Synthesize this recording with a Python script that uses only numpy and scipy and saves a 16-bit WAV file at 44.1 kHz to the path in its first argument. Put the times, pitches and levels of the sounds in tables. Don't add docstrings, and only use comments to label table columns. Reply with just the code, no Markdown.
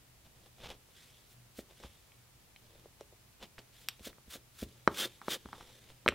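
import sys
import numpy as np
from scipy import signal
from scipy.fft import rfft, irfft, next_fast_len
from scipy.io import wavfile
from scipy.ndimage import uniform_filter1d, map_coordinates

SR = 44100
rng = np.random.default_rng(int(sys.argv[2]) if len(sys.argv) > 2 else 0)


def store_pcm(level_fs):
    pcm = np.round(np.clip(level_fs, -1, 1) * 32767).astype(np.int16)
    wavfile.write(sys.argv[1], SR, np.atleast_2d(pcm).T)


N = 270896

# freq_hz, level_db
AIR_COLOUR = [(12, -50.5), (20, -14.5), (49, -4.5), (85, -8), (119, -7.5), (167, -12.5), (276, -17),
              (386, -18), (431, -19), (570, -19.5), (866, -20.5), (1560, -23), (2000, -22.5), (2370, -22.5),
              (15800, -27.5)]
# freq_hz, correlation
AIR_LIKENESS = [(60, 0.77), (150, 0.83), (380, 0.26), (950, 0.25), (2380, 0.21), (5980, 0), (15000, -0.0)]

# full_speed_s, length_s, level_db
SCRAPES = [(.252, 0.014, -61.5), (.36, 0.091, -68), (.464, 0.0091, -61.5), (.592, .032, -57.5),
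           (.638, 0.023, -47.5), (.693, 0.025, -49.5), (.735, 0.013, -63), (1.704, 0.0076, -59),
           (1.838, 0.021, -53.5), (2.64, 0.22, -66.5), (3.006, 0.0073, -58), (3.414, 0.021, -56.5),
           (3.434, 0.011, -52), (3.583, 0.0029, -52.5), (4.098, 0.0047, -56.5), (5.56, 0.074, -58.5),
           (5.68, 0.022, -57.5), (5.895, .025, -59)]
SLEEVES = [(.965, 0.065, -61.5), (1.78, 0.054, -63), (3.755, 0.039, -62.5), (4.68, 0.013, -65),
           (5.08, 0.017, -63), (5.5, 0.29, -64)]
SWEEPS = [(1.305, 0.025, -63.5), (1.58, 0.021, -53.5), (3.795, 0.042, -64.5), (4.055, 0.022, -46),
          (4.308, .005, -53), (4.333, 0.024, -47), (4.602, 0.035, -50), (5.005, 0.044, -34.5),
          (5.315, .03, -37)]
# freq_hz, level_db
LEATHER_COLOUR = [(40, 9), (100, 7), (250, 0.5), (430, 5), (900, 1.5), (1150, -1.5), (1800, -6.5),
                  (2400, -2.5), (3500, 1), (4600, -8), (5500, -8), (7000, -14.5), (16000, -24.5)]
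CLOTH_COLOUR = [(100, -32), (1100, -16), (1700, -8), (2500, -6.5), (3500, 0.5), (4400, -6.5), (5500, -8),
                (10000, -11), (16000, -23)]
PALM_COLOUR = [(50, -28), (150, -14.5), (380, -3), (650, -10), (900, -12), (1480, -5.5), (1900, -7),
               (2500, -7), (3450, -2), (4300, -5.5), (5300, -7), (6500, -8), (12000, -11.5), (16000, -11)]

# start_s, peak_db, contact_ms
BLADE_CATCHES = [(.6948, -42.5, 0.34), (.714, -44, 0.53), (1.801, -44, 0.51), (3.591, -36, 0.15),
                 (3.995, -43, 0.24)]
BENCH_THUDS = [(1.5908, -32.5, 2.3), (1.847, -40, 9.3), (4.008, -44.5, 9.2), (4.072, -34.5, 1.85),
               (4.281, -47, 11), (4.358, -37.5, 1.34), (4.6283, -26.5, 4.6), (4.926, -44, 2.8),
               (5.457, -40.5, 6.3), (6.089, -22, 3.1)]
HANDLE_TAPS = [(1.837, -40, 0.92), (3.5818, -38, 0.48), (5.216, -35, 0.83), (5.488, -45, 1),
               (5.530, -30, 0.86), (5.609, -39, .85)]
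STEEL_CLICKS = [(2.119, -51.5, 1.35), (2.5613, -42.5, 1.26), (3.009, -42.5, 0.48), (3.8865, -15.5, 0.2),
                (6.0866, -19.5, 0.44)]
TOOL_KNOCKS = [(4.130, -48.5, 0.54), (4.183, -48.5, 1), (4.876, -6, 0.84), (5.2823, -20.5, 0.98),
               (5.458, -36.5, 0.93), (6.0618, -18.5, 0.96), (6.123, -34, 0.98)]
TOOL_BOUNCES = [(6.0792, -7, 0.33), (6.0874, -9.5, 0.4)]
# start_s, peak_db
NICKS = [(.887, -60), (2.754, -53), (2.8575, -45), (3.010, -38), (3.125, -52), (3.133, -54)]

# pitch_hz, width_hz, gain_db
BENCH_MODES = [(97, 93, -13), (205, 38, -8), (286, 175, -1), (414, 97, 5.5), (583, 160, 6)]
HANDLE_MODES = [(834, 450, -2.5), (1090, 460, -12.5), (1320, 82, 2), (1575, 330, 2), (2260, 940, 10.5),
                (3660, 1600, 8)]
STEEL_MODES = [(2340, 730, -3.5), (3100, 200, -0.5), (4070, 530, 0.5), (5640, 620, 2.5), (7900, 2200, -4.5),
               (12000, 1200, -1.5)]
FLEX_MODES = [(106.3, 70, -0.5)]
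LEATHER_MODES = [(430, 79, 9), (566, 53, 4), (704, 57, -27)]
RASP_MODES = [(1490, 100, -21), (3200, 120, 2.5), (3560, 84, 7)]

# freq_hz, level_db, t60_s
SHOP_TAIL = [(100.1, -4.5, 0.24), (404, -9.5, 0.2), (1110, -16, 0.22), (2215, -21, 0.26),
             (3500, -14.5, 0.23), (5400, -20.5, .14), (14000, -23, 0.2)]
# delay_s, level_db
ECHOES = [(.0036, -19), (.0058, -19.5), (.009, -27), (.011, -26)]


def amp(db):
    return 10 ** (np.asarray(db) / 20)


def unit(x):
    return x / np.sqrt(np.mean(x ** 2) + 1e-20)


def curve(points, hz):
    freq_hz, value = np.transpose(points)
    return np.interp(np.log(hz + 1), np.log(freq_hz + 1), value)


def bins(size):
    return np.fft.rfftfreq(size, 1 / SR)


def add(mix, start_s, sound):
    part = mix[max(round(start_s * SR), 0):][:len(sound)]
    part += sound[:len(part)]


def ring(modes, hz, order=1):
    return sum(amp(db) * (1j * hz * width / (pitch ** 2 - hz ** 2 + 1j * hz * width)) ** order
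               for pitch, width, db in modes)


def rolloff(ratio, kind, order):
    return signal.freqs(*signal.butter(order, 1, kind, analog=True), ratio)[1]


def air(air_db=-62.5, hum_db=-70.5, hum_hz=120.6, hum_width_hz=6.6):
    hz = bins(N)
    mid, side, hum_noise = rfft(rng.standard_normal((3, N)))
    likeness = np.clip(curve(AIR_LIKENESS, hz), -1, 1)
    mid *= np.sqrt((1 + likeness) / 2)
    side *= np.sqrt((1 - likeness) / 2)
    bed = irfft(np.array([mid + side, mid - side]) * amp(curve(AIR_COLOUR, hz)), N)
    hum = irfft(hum_noise * ring([(hum_hz, hum_width_hz, 0)], hz, order=2), N)
    return amp(air_db) * unit(bed) + amp(hum_db) * unit(hum)


def swell(t, length_s, attack_s, release_s):
    return np.exp(-np.maximum(-t, 0) / attack_s - np.maximum(t - length_s, 0) / release_s)


def friction(strokes, colour, snags_per_s, snag_share, uneven_db, reflection, attack_share, release_s,
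             bass_lag_s, usual_db, bass_per_db, treble_per_db, least_attack_s=0.001,
             gap_ms=0.55, closing=0.24, bass_hz=700, treble_hz=5000):
    out = np.zeros(N)
    snag_sizes = np.minimum(rng.exponential(1, N), 3) * rng.choice([-1, 1], N)
    snags = unit(snag_sizes * (rng.random(N) < snags_per_s / SR))
    wander = unit(signal.oaconvolve(rng.standard_normal(N), np.hanning(400), "same"))
    grit = np.sqrt(snag_share) * snags + np.sqrt(1 - snag_share) * rng.standard_normal(N)
    grit *= amp(uneven_db * wander)
    for full_speed_s, length_s, level_db in strokes:
        attack_s = least_attack_s + attack_share * length_s
        start_s = full_speed_s - 4 * attack_s
        end_s = full_speed_s + length_s + bass_lag_s + 4 * release_s
        span = np.arange(max(int(start_s * SR), 0), min(int(end_s * SR), N))
        t = span / SR - full_speed_s
        size = next_fast_len(len(span), True)
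        hz = bins(size)
        delay = gap_ms / 1000 * SR * np.exp(-closing * (t / length_s - 0.5))
        hollow = grit[span] + reflection * map_coordinates(grit[span], [np.arange(len(span)) - delay])
        bass = 1 / (1 + (hz / bass_hz) ** 4)
        treble = hz ** 2 / (hz ** 2 + treble_hz ** 2)
        tilt_db = (level_db - usual_db) * (bass_per_db * bass + treble_per_db * treble)
        rub = unit(irfft(rfft(hollow, size) * amp(curve(colour, hz) + tilt_db), size)[:len(span)])
        lows = irfft(rfft(rub, size) * bass, size)[:len(span)]
        hiss = (rub - lows) * swell(t, length_s, attack_s, release_s)
        body = lows * swell(t - bass_lag_s, length_s, attack_s, release_s)
        out[span] += amp(level_db) * (hiss + body)
    return out


def scraping():
    return friction(SCRAPES, LEATHER_COLOUR, snags_per_s=700, snag_share=0.41, uneven_db=2.5,
                    reflection=0.069, attack_share=0.24, release_s=0.012, bass_lag_s=0.0015,
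                    usual_db=-51, bass_per_db=-0.5, treble_per_db=-0.44, least_attack_s=0.0058)


def hits(rows, bench_db, handle_db, steel_db, send_db, flex_db=-30, wood_order=5, size=8192,
         bench_cut_hz=50, handle_cut_hz=620, steel_cut_hz=1500, tip_share=0.23):
    direct, hz = np.zeros(N), bins(size)
    bench = amp(bench_db) * ring(BENCH_MODES, hz) * rolloff(hz / bench_cut_hz, "high", order=2)
    bench += amp(flex_db) * ring(FLEX_MODES, hz)
    handle = amp(handle_db) * ring(HANDLE_MODES, hz) * rolloff(hz / handle_cut_hz, "high", order=2)
    steel = amp(steel_db) * ring(STEEL_MODES, hz, order=2) * rolloff(hz / steel_cut_hz, "high", order=2)
    for start_s, peak_db, contact_ms in rows:
        top_hz = 1000 / contact_ms
        wood = (bench + handle) * rolloff(hz / top_hz, "low", order=wood_order)
        tip = steel * rolloff(hz * tip_share / top_hz, "low", order=5)
        hit = -irfft(wood + tip)
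        add(direct, start_s, amp(peak_db) * hit / abs(hit).max())
    return np.array([direct, amp(send_db) * direct])


def bench_hits(touch_lead_s=0.0044, touch_db=-7, touch_softer=2.2):
    touches = [(start_s - touch_lead_s, peak_db + touch_db, contact_ms * touch_softer)
               for start_s, peak_db, contact_ms in BENCH_THUDS]
    return (hits(BLADE_CATCHES, bench_db=6.5, handle_db=-5.5, steel_db=0, send_db=11)
            + hits(BENCH_THUDS + touches, bench_db=4, handle_db=1.5, steel_db=-17.5, send_db=0.5,
                   flex_db=-1, wood_order=2)
            + hits(HANDLE_TAPS, bench_db=1.5, handle_db=11, steel_db=-5.5, send_db=8.5)
            + hits(STEEL_CLICKS, bench_db=-16.5, handle_db=-5, steel_db=5, send_db=3.5)
            + hits(TOOL_KNOCKS, bench_db=6, handle_db=9.5, steel_db=-10.5, send_db=-1, handle_cut_hz=610)
            + hits(TOOL_BOUNCES, bench_db=7, handle_db=6, steel_db=-12, send_db=1))


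def nicks(size=4096, cut_hz=330, top_hz=950):
    out, hz = np.zeros(N), bins(size)
    band = rolloff(hz / cut_hz, "high", order=3) * rolloff(hz / top_hz, "low", order=2)
    pop = irfft(ring(LEATHER_MODES, hz) * band)
    for start_s, peak_db in NICKS:
        add(out, start_s, amp(peak_db) * pop / abs(pop).max())
    return out


def sleeves():
    return friction(SLEEVES, CLOTH_COLOUR, snags_per_s=1900, snag_share=0.12, uneven_db=2.5,
                    reflection=0.35, attack_share=0.64, release_s=0.18, bass_lag_s=0.01,
                    usual_db=-56, bass_per_db=-3, treble_per_db=0.4)


def sweeping():
    brush = friction(SWEEPS, PALM_COLOUR, snags_per_s=9400, snag_share=0.19, uneven_db=2,
                     reflection=0.098, attack_share=0.68, release_s=0.011, bass_lag_s=0.015,
                     usual_db=-46.5, bass_per_db=0.09, treble_per_db=-0.5)
    pressure = uniform_filter1d(abs(brush), size=900)
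    rasp = irfft(rfft(brush * pressure / pressure.max()) * ring(RASP_MODES, bins(N)), N)
    return brush + rasp


def shop_reverb(send, build_s=0.0017, taps_per_s=6000):
    size = SR // 2
    taps = rng.choice([-1., 1.], size) * (rng.random(size) < taps_per_s / SR)
    hz, t, bands = signal.stft(taps, SR, nperseg=256)
    table = np.array(SHOP_TAIL)
    level_db = curve(table[:, :2], hz)[:, None]
    t60_s = curve(table[:, [0, 2]], hz)[:, None]
    bands = bands * amp(level_db - 60 * t / t60_s) / np.sqrt(t60_s)
    tail = signal.istft(bands, SR, nperseg=256)[1][:size] * np.sqrt(np.log(1e6) / taps_per_s)
    tail *= 1 - np.exp(-(np.arange(size) / SR / build_s) ** 2)
    for delay_s, echo_db in ECHOES:
        tail[round(delay_s * SR)] += amp(echo_db)
    return signal.oaconvolve(send, tail)[:N]


def scene(rub_send_db=-3):
    rubs = sweeping() + nicks() + scraping() + sleeves()
    direct, send = bench_hits()
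    return rubs + direct + shop_reverb(send + amp(rub_send_db) * rubs) + air()


def record(dry, top_hz=15850):
    lowpass = signal.firwin(511, top_hz, window=("kaiser", 9), fs=SR)
    return signal.oaconvolve(dry, lowpass[None], "same")


dry = scene()
out = record(dry)
store_pcm(out)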